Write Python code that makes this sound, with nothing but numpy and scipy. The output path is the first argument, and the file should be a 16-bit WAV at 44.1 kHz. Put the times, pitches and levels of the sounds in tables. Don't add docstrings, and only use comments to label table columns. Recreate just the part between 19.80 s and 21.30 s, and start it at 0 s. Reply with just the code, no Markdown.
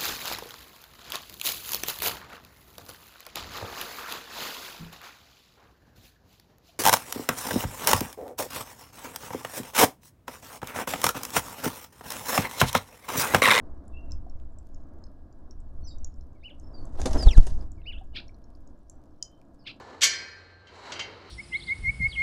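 import sys
import numpy as np
from scipy import signal
from scipy.fft import rfft, irfft
from scipy.io import wavfile
from scipy.ndimage import uniform_filter1d

SR = 44100
rng = np.random.default_rng(int(sys.argv[2]) if len(sys.argv) > 2 else 0)


def bounce(signal):
    frames = np.transpose(np.atleast_2d(signal))
    limited = np.clip(frames, -1, 1)
    pcm = np.round(limited * 32767).astype(np.int16)
    wavfile.write(sys.argv[1], SR, pcm)


N = 66150
T = np.arange(N) / SR
FREQS = np.fft.rfftfreq(N, 1 / SR)


def undb(db):
    return 10 ** (np.asarray(db) / 20)


def at_hz(table, hz, column=1):
    rows = np.array(table, float)
    return np.interp(np.log(np.maximum(hz, 1)), np.log(rows[:, 0]), rows[:, column])


def swell(table):
    return undb(np.interp(T, *np.array(table).T))


def noise(spectrum):
    shaped = irfft(rfft(rng.standard_normal(N)) * undb(at_hz(spectrum, FREQS)), N)
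    return shaped / np.sqrt(np.mean(shaped ** 2))


def wander(per_s):
    hold = int(SR / per_s)
    steps = np.repeat(rng.standard_normal(N // hold + 1), hold)
    return 1.3 * uniform_filter1d(uniform_filter1d(steps, hold), hold)[:N]


def lowpass(x, hz):
    return signal.sosfilt(signal.butter(2, hz, fs=SR, output="sos"), x)


def decay(start, t60, attack_s=0.0012):
    age = np.maximum(T - start, 0)
    return (1 - np.exp(-(age / attack_s) ** 2)) * np.exp(-np.log(1000) * age / t60)


def contact(hz, cutoff_hz):
    return 1 / np.sqrt(1 + (hz / cutoff_hz) ** 4)


def crash(hits, spectrum, t60):
    return sum(undb(db) * decay(start, t60) * irfft(rfft(noise(spectrum)) * contact(FREQS, cutoff), N)
               for start, db, cutoff in hits)


def ring(hits, modes, waver_db=2):
    out = np.zeros(N)
    for hz, mode_db, t60 in modes:
        energy = sum((undb(db) * contact(hz, cutoff) * decay(start, t60)) ** 2
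                     for start, db, cutoff in hits)
        amplitude = undb(mode_db + waver_db * wander(45)) * np.sqrt(energy)
        out += amplitude * np.sin(2 * np.pi * (hz * T + rng.random()))
    return out


def shimmer(hits, table, strong_modes, t60_scatter, count, cluster_hz=55, cluster_db=9):
    hz = np.linspace(table[0][0], table[-1][0], count)
    hz += (hz[1] - hz[0]) * rng.uniform(-1, 1, count)
    t60 = at_hz(table, hz, column=2) * np.exp(t60_scatter * rng.standard_normal(count))
    nearness = np.max([np.exp(-((hz - mode[0]) / cluster_hz) ** 2) for mode in strong_modes], axis=0)
    amplitude = undb(at_hz(table, hz) + cluster_db * nearness)
    amplitude /= np.sqrt(np.sum(amplitude ** 2) / 2)
    pole = (2j * np.pi * hz - np.log(1000) / t60) / SR
    free_decay = np.exp(np.outer(np.arange(512), pole))
    onsets = sorted((int(start * SR), db, cutoff) for start, db, cutoff in hits)
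    ends = [onset[0] for onset in onsets[1:]] + [N]
    out, phasors = np.zeros(N), np.zeros(count, complex)
    for (start, db, cutoff), end in zip(onsets, ends):
        phasors += undb(db) * amplitude * contact(hz, cutoff) * rng.choice([-1, 1], count)
        for i in range(start, end, len(free_decay)):
            n = min(len(free_decay), end - i)
            out[i:i + n] = (free_decay[:n] @ phasors).imag
            phasors *= np.exp(pole * n)
    return out


# (time [s], level [dB])
WIND_ENVELOPE = [(0, -50), (0.15, -49), (0.2, -52), (0.4, -53.5), (0.58, -59.5), (0.82, -61.5),
                 (0.92, -54.5), (1.04, -52), (1.11, -45), (1.17, -48), (1.33, -50.5), (1.5, -52)]
# (frequency [Hz], relative level [dB])
WIND_SPECTRUM = [(28, -41), (55, -5.5), (110, -4.5), (180, -4.5), (300, -0.5), (440, 4.5), (650, -1.5),
                 (1000, -2.5), (1400, -6.5), (2500, -22.5), (5000, -25.5), (9000, -46.5), (16000, -55)]
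# (frequency [Hz], relative level [dB])
RUMBLE_SPECTRUM = [(28, -36), (42, -4.5), (65, -5.5), (95, 0), (140, -13), (400, -20.5), (2000, -68)]
def wind():
    hum_hz = 90 * (1 + 0.029 * wander(23))
    hum = np.sin(2 * np.pi * np.cumsum(hum_hz) / SR) * (1 + 0.3 * wander(4.2))
    rustle = swell(WIND_ENVELOPE) * noise(WIND_SPECTRUM) * undb(wander(30))
    return rustle + undb(-63) * noise(RUMBLE_SPECTRUM) + undb(-58) * hum


def yard(direct, echo_db=-23.5):
    response = lowpass(rng.standard_normal(N), hz=4500) * decay(start=0.05, t60=0.49)
    response /= np.sqrt(np.sum(response ** 2))
    return direct + undb(echo_db) * signal.fftconvolve(direct, response)[:N]


def thud(start=1.2, hz=104.9):
    return undb(-49) * decay(start, t60=0.48) * np.sin(2 * np.pi * hz * (T - start))


# (time [s], level [dB])
RUB_ENVELOPE = [(0, -56.5), (0.19, -62), (0.5, -56.5), (0.84, -67), (0.89, -57.5), (1.0, -55.5), (1.1, -48),
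                (1.25, -51.5), (1.36, -55.5), (1.5, -54.5)]
# (frequency [Hz], relative level [dB])
RUB_SPECTRUM = [(900, -8.5), (1400, 6), (1750, 0.5), (2200, 4), (2550, -5), (3050, -0.5), (3500, -10),
                (3900, 1.5), (4250, 2.5), (4700, -6.5), (5300, -13.5), (6300, -17), (7500, -23.5),
                (9000, -34), (16000, -47)]
# (time [s], level [dB])
RASP_ENVELOPE = [(0, -53), (0.16, -60), (0.25, -65.5), (0.85, -82.5), (0.95, -55.5), (1.03, -54),
                 (1.11, -46.5), (1.17, -53.5), (1.3, -82)]
# (frequency [Hz], relative level [dB])
RASP_SPECTRUM = [(400, -26.5), (750, 0.5), (1020, 2.5), (1300, -14), (2500, -18.5), (5000, -19.5),
                 (7800, -21), (8700, -41), (9700, -31), (11000, -44.5), (16000, -56.5)]
def scrape(flicker_db=1.3, squeak_end_s=0.19):
    rub = swell(RUB_ENVELOPE) * noise(RUB_SPECTRUM)
    rasp = swell(RASP_ENVELOPE) * noise(RASP_SPECTRUM)
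    flicker = undb(flicker_db * wander(90))
    squeak_hz = 1740 * (1 + 0.00172 * wander(40))
    squeak = np.sin(2 * np.pi * np.cumsum(squeak_hz) / SR)
    fade = np.clip((squeak_end_s - T) * 50, 0, 1)
    return (rub + rasp) * flicker + undb(-58) * squeak * fade


# (time [s], relative level [dB], cutoff [Hz], ring offset [dB])
LATCH_IMPACTS = [(0.87, -20, 4940, 0.5), (1.12, 0, 8950, -12.5), (1.157, -2.5, 1270, 12),
                 (1.193, 1.5, 6000, -4), (1.198, -3, 6100, 8)]
# (frequency [Hz], relative level [dB], T60 [s])
LATCH_STRONG_MODES = [(2074, -3, .36), (2220, -8, .36), (2709, -5, .14), (2749, 0, .14), (2831, -2, .14),
                      (3057, 5, .14), (3087, 1, .15), (3142, 2, .15), (3180, 1, .16), (3220, -3, .14),
                      (4746, -6, .13), (5880, -9, .2), (6600, -8, .15)]
# (frequency [Hz], relative level [dB], T60 [s])
LATCH_WEAK_MODES = [(502, -8, 0.45), (1345, -1.5, 0.11), (2000, -10, 0.83), (3000, -3, 0.11),
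                    (3640, -3.5, 0.23), (4900, -1.5, 0.34), (5070, -10, 0.42), (6300, -4, 0.16),
                    (8260, -8, 0.15), (10933, -55, .15)]
# (frequency [Hz], relative level [dB])
TICK_SPECTRUM = [(200, -9), (1200, 2), (3000, 7), (6800, 4), (9000, -32), (15000, -53)]
def latch():
    hits = [(start, db, cutoff) for start, db, cutoff, _ in LATCH_IMPACTS]
    ring_hits = [(start, db + ring_db, cutoff) for start, db, cutoff, ring_db in LATCH_IMPACTS]
    ringing = ring(ring_hits, LATCH_STRONG_MODES)
    beating = shimmer(hits, LATCH_WEAK_MODES, LATCH_STRONG_MODES, t60_scatter=0.19, count=350)
    ticks = crash(hits, TICK_SPECTRUM, t60=0.075)
    return lowpass(undb(-41) * ringing + undb(-36.5) * beating + undb(-33.5) * ticks, hz=9400)


# (time [s], relative level [dB], cutoff [Hz])
GATE_IMPACTS = [(0.209, -15.5, 5000), (0.2165, -3.5, 5500), (0.2215, -1, 6500), (0.2315, 1, 13000),
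                (0.239, -2.5, 13000), (0.25, -7, 11000), (0.333, -18.5, 5000)]
# (frequency [Hz], relative level [dB], T60 [s])
GATE_STRONG_MODES = [(600, -32, 0.36), (1110, -18, 0.29), (1400, -12, 0.1), (1577, -20, 1.98),
                     (1731, -26, 1.98), (1776, -17, 0.76), (1906, -25, 0.94), (2085, -17, 0.68),
                     (2132, -12, 0.44), (2184, -4, 0.21), (2232, -7, 0.44), (2352, -13, 0.68),
                     (2519, -23, 1.04), (2793, -4, 0.1), (2869, -16, 0.4), (3058, -4, 0.26),
                     (3117, -16, 0.61), (3175, -11, 0.36), (3260, -1, 0.1), (3515, -15, 0.49),
                     (3632, 0, 0.1), (4018, -11, 0.36), (4175, -8, 0.32), (4247, -29, 1.98),
                     (4306, -16, 0.76), (4351, -12, 0.61), (4481, -2, 0.21), (4621, 0, 0.1),
                     (4845, -15, 0.61), (4936, -5, 0.49), (4960, -9, 0.55), (5035, -32, 1.04),
                     (5303, -21, 0.49), (5626, -19, 0.61), (5661, -6, 0.29), (5874, -1, 0.29),
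                     (5926, -6, 0.32), (6296, -2, 0.12), (6570, -11, 0.36), (6672, -5, 0.23),
                     (7020, -6, 0.15), (7402, -25, 0.55), (7720, -2, 0.1), (7791, -2, 0.14),
                     (8027, -19, 0.32)]
# (frequency [Hz], relative level [dB], T60 [s])
GATE_WEAK_MODES = [(130.1, -18, .9), (929, -17.5, 0.36), (1620, -11.5, 0.79), (2200, -3.5, 0.5),
                   (2600, -10, .22), (2934, -1.5, 0.23), (3630, -6.5, 0.15), (4335, -6, 0.6),
                   (5300, -3.5, 0.23), (5580, 1, 0.33), (7660, 1, 0.15), (9200, -7, 0.2),
                   (12050, -6.5, 0.091), (15524, -33, .11)]
# (frequency [Hz], relative level [dB])
CRASH_SPECTRUM = [(150, -41), (500, -10.5), (900, -18.5), (1600, -2.5), (3200, 2.5), (7500, -0.5),
                  (9200, -8), (12500, -10), (16000, -33)]
def gate():
    ringing = ring(GATE_IMPACTS, GATE_STRONG_MODES)
    beating = shimmer(GATE_IMPACTS, GATE_WEAK_MODES, GATE_STRONG_MODES, t60_scatter=0.25, count=700)
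    crashes = crash(GATE_IMPACTS, CRASH_SPECTRUM, t60=0.1)
    return undb(-27.8) * ringing + undb(-23) * beating + undb(-18) * crashes


def scene():
    return (yard(gate() + latch()) + thud() + scrape() + wind())[None]


def record(dry, top_hz=15500):
    return signal.sosfilt(signal.ellip(10, .2, 80, top_hz, fs=SR, output="sos"), dry)


dry = scene()
out = record(dry)
bounce(out)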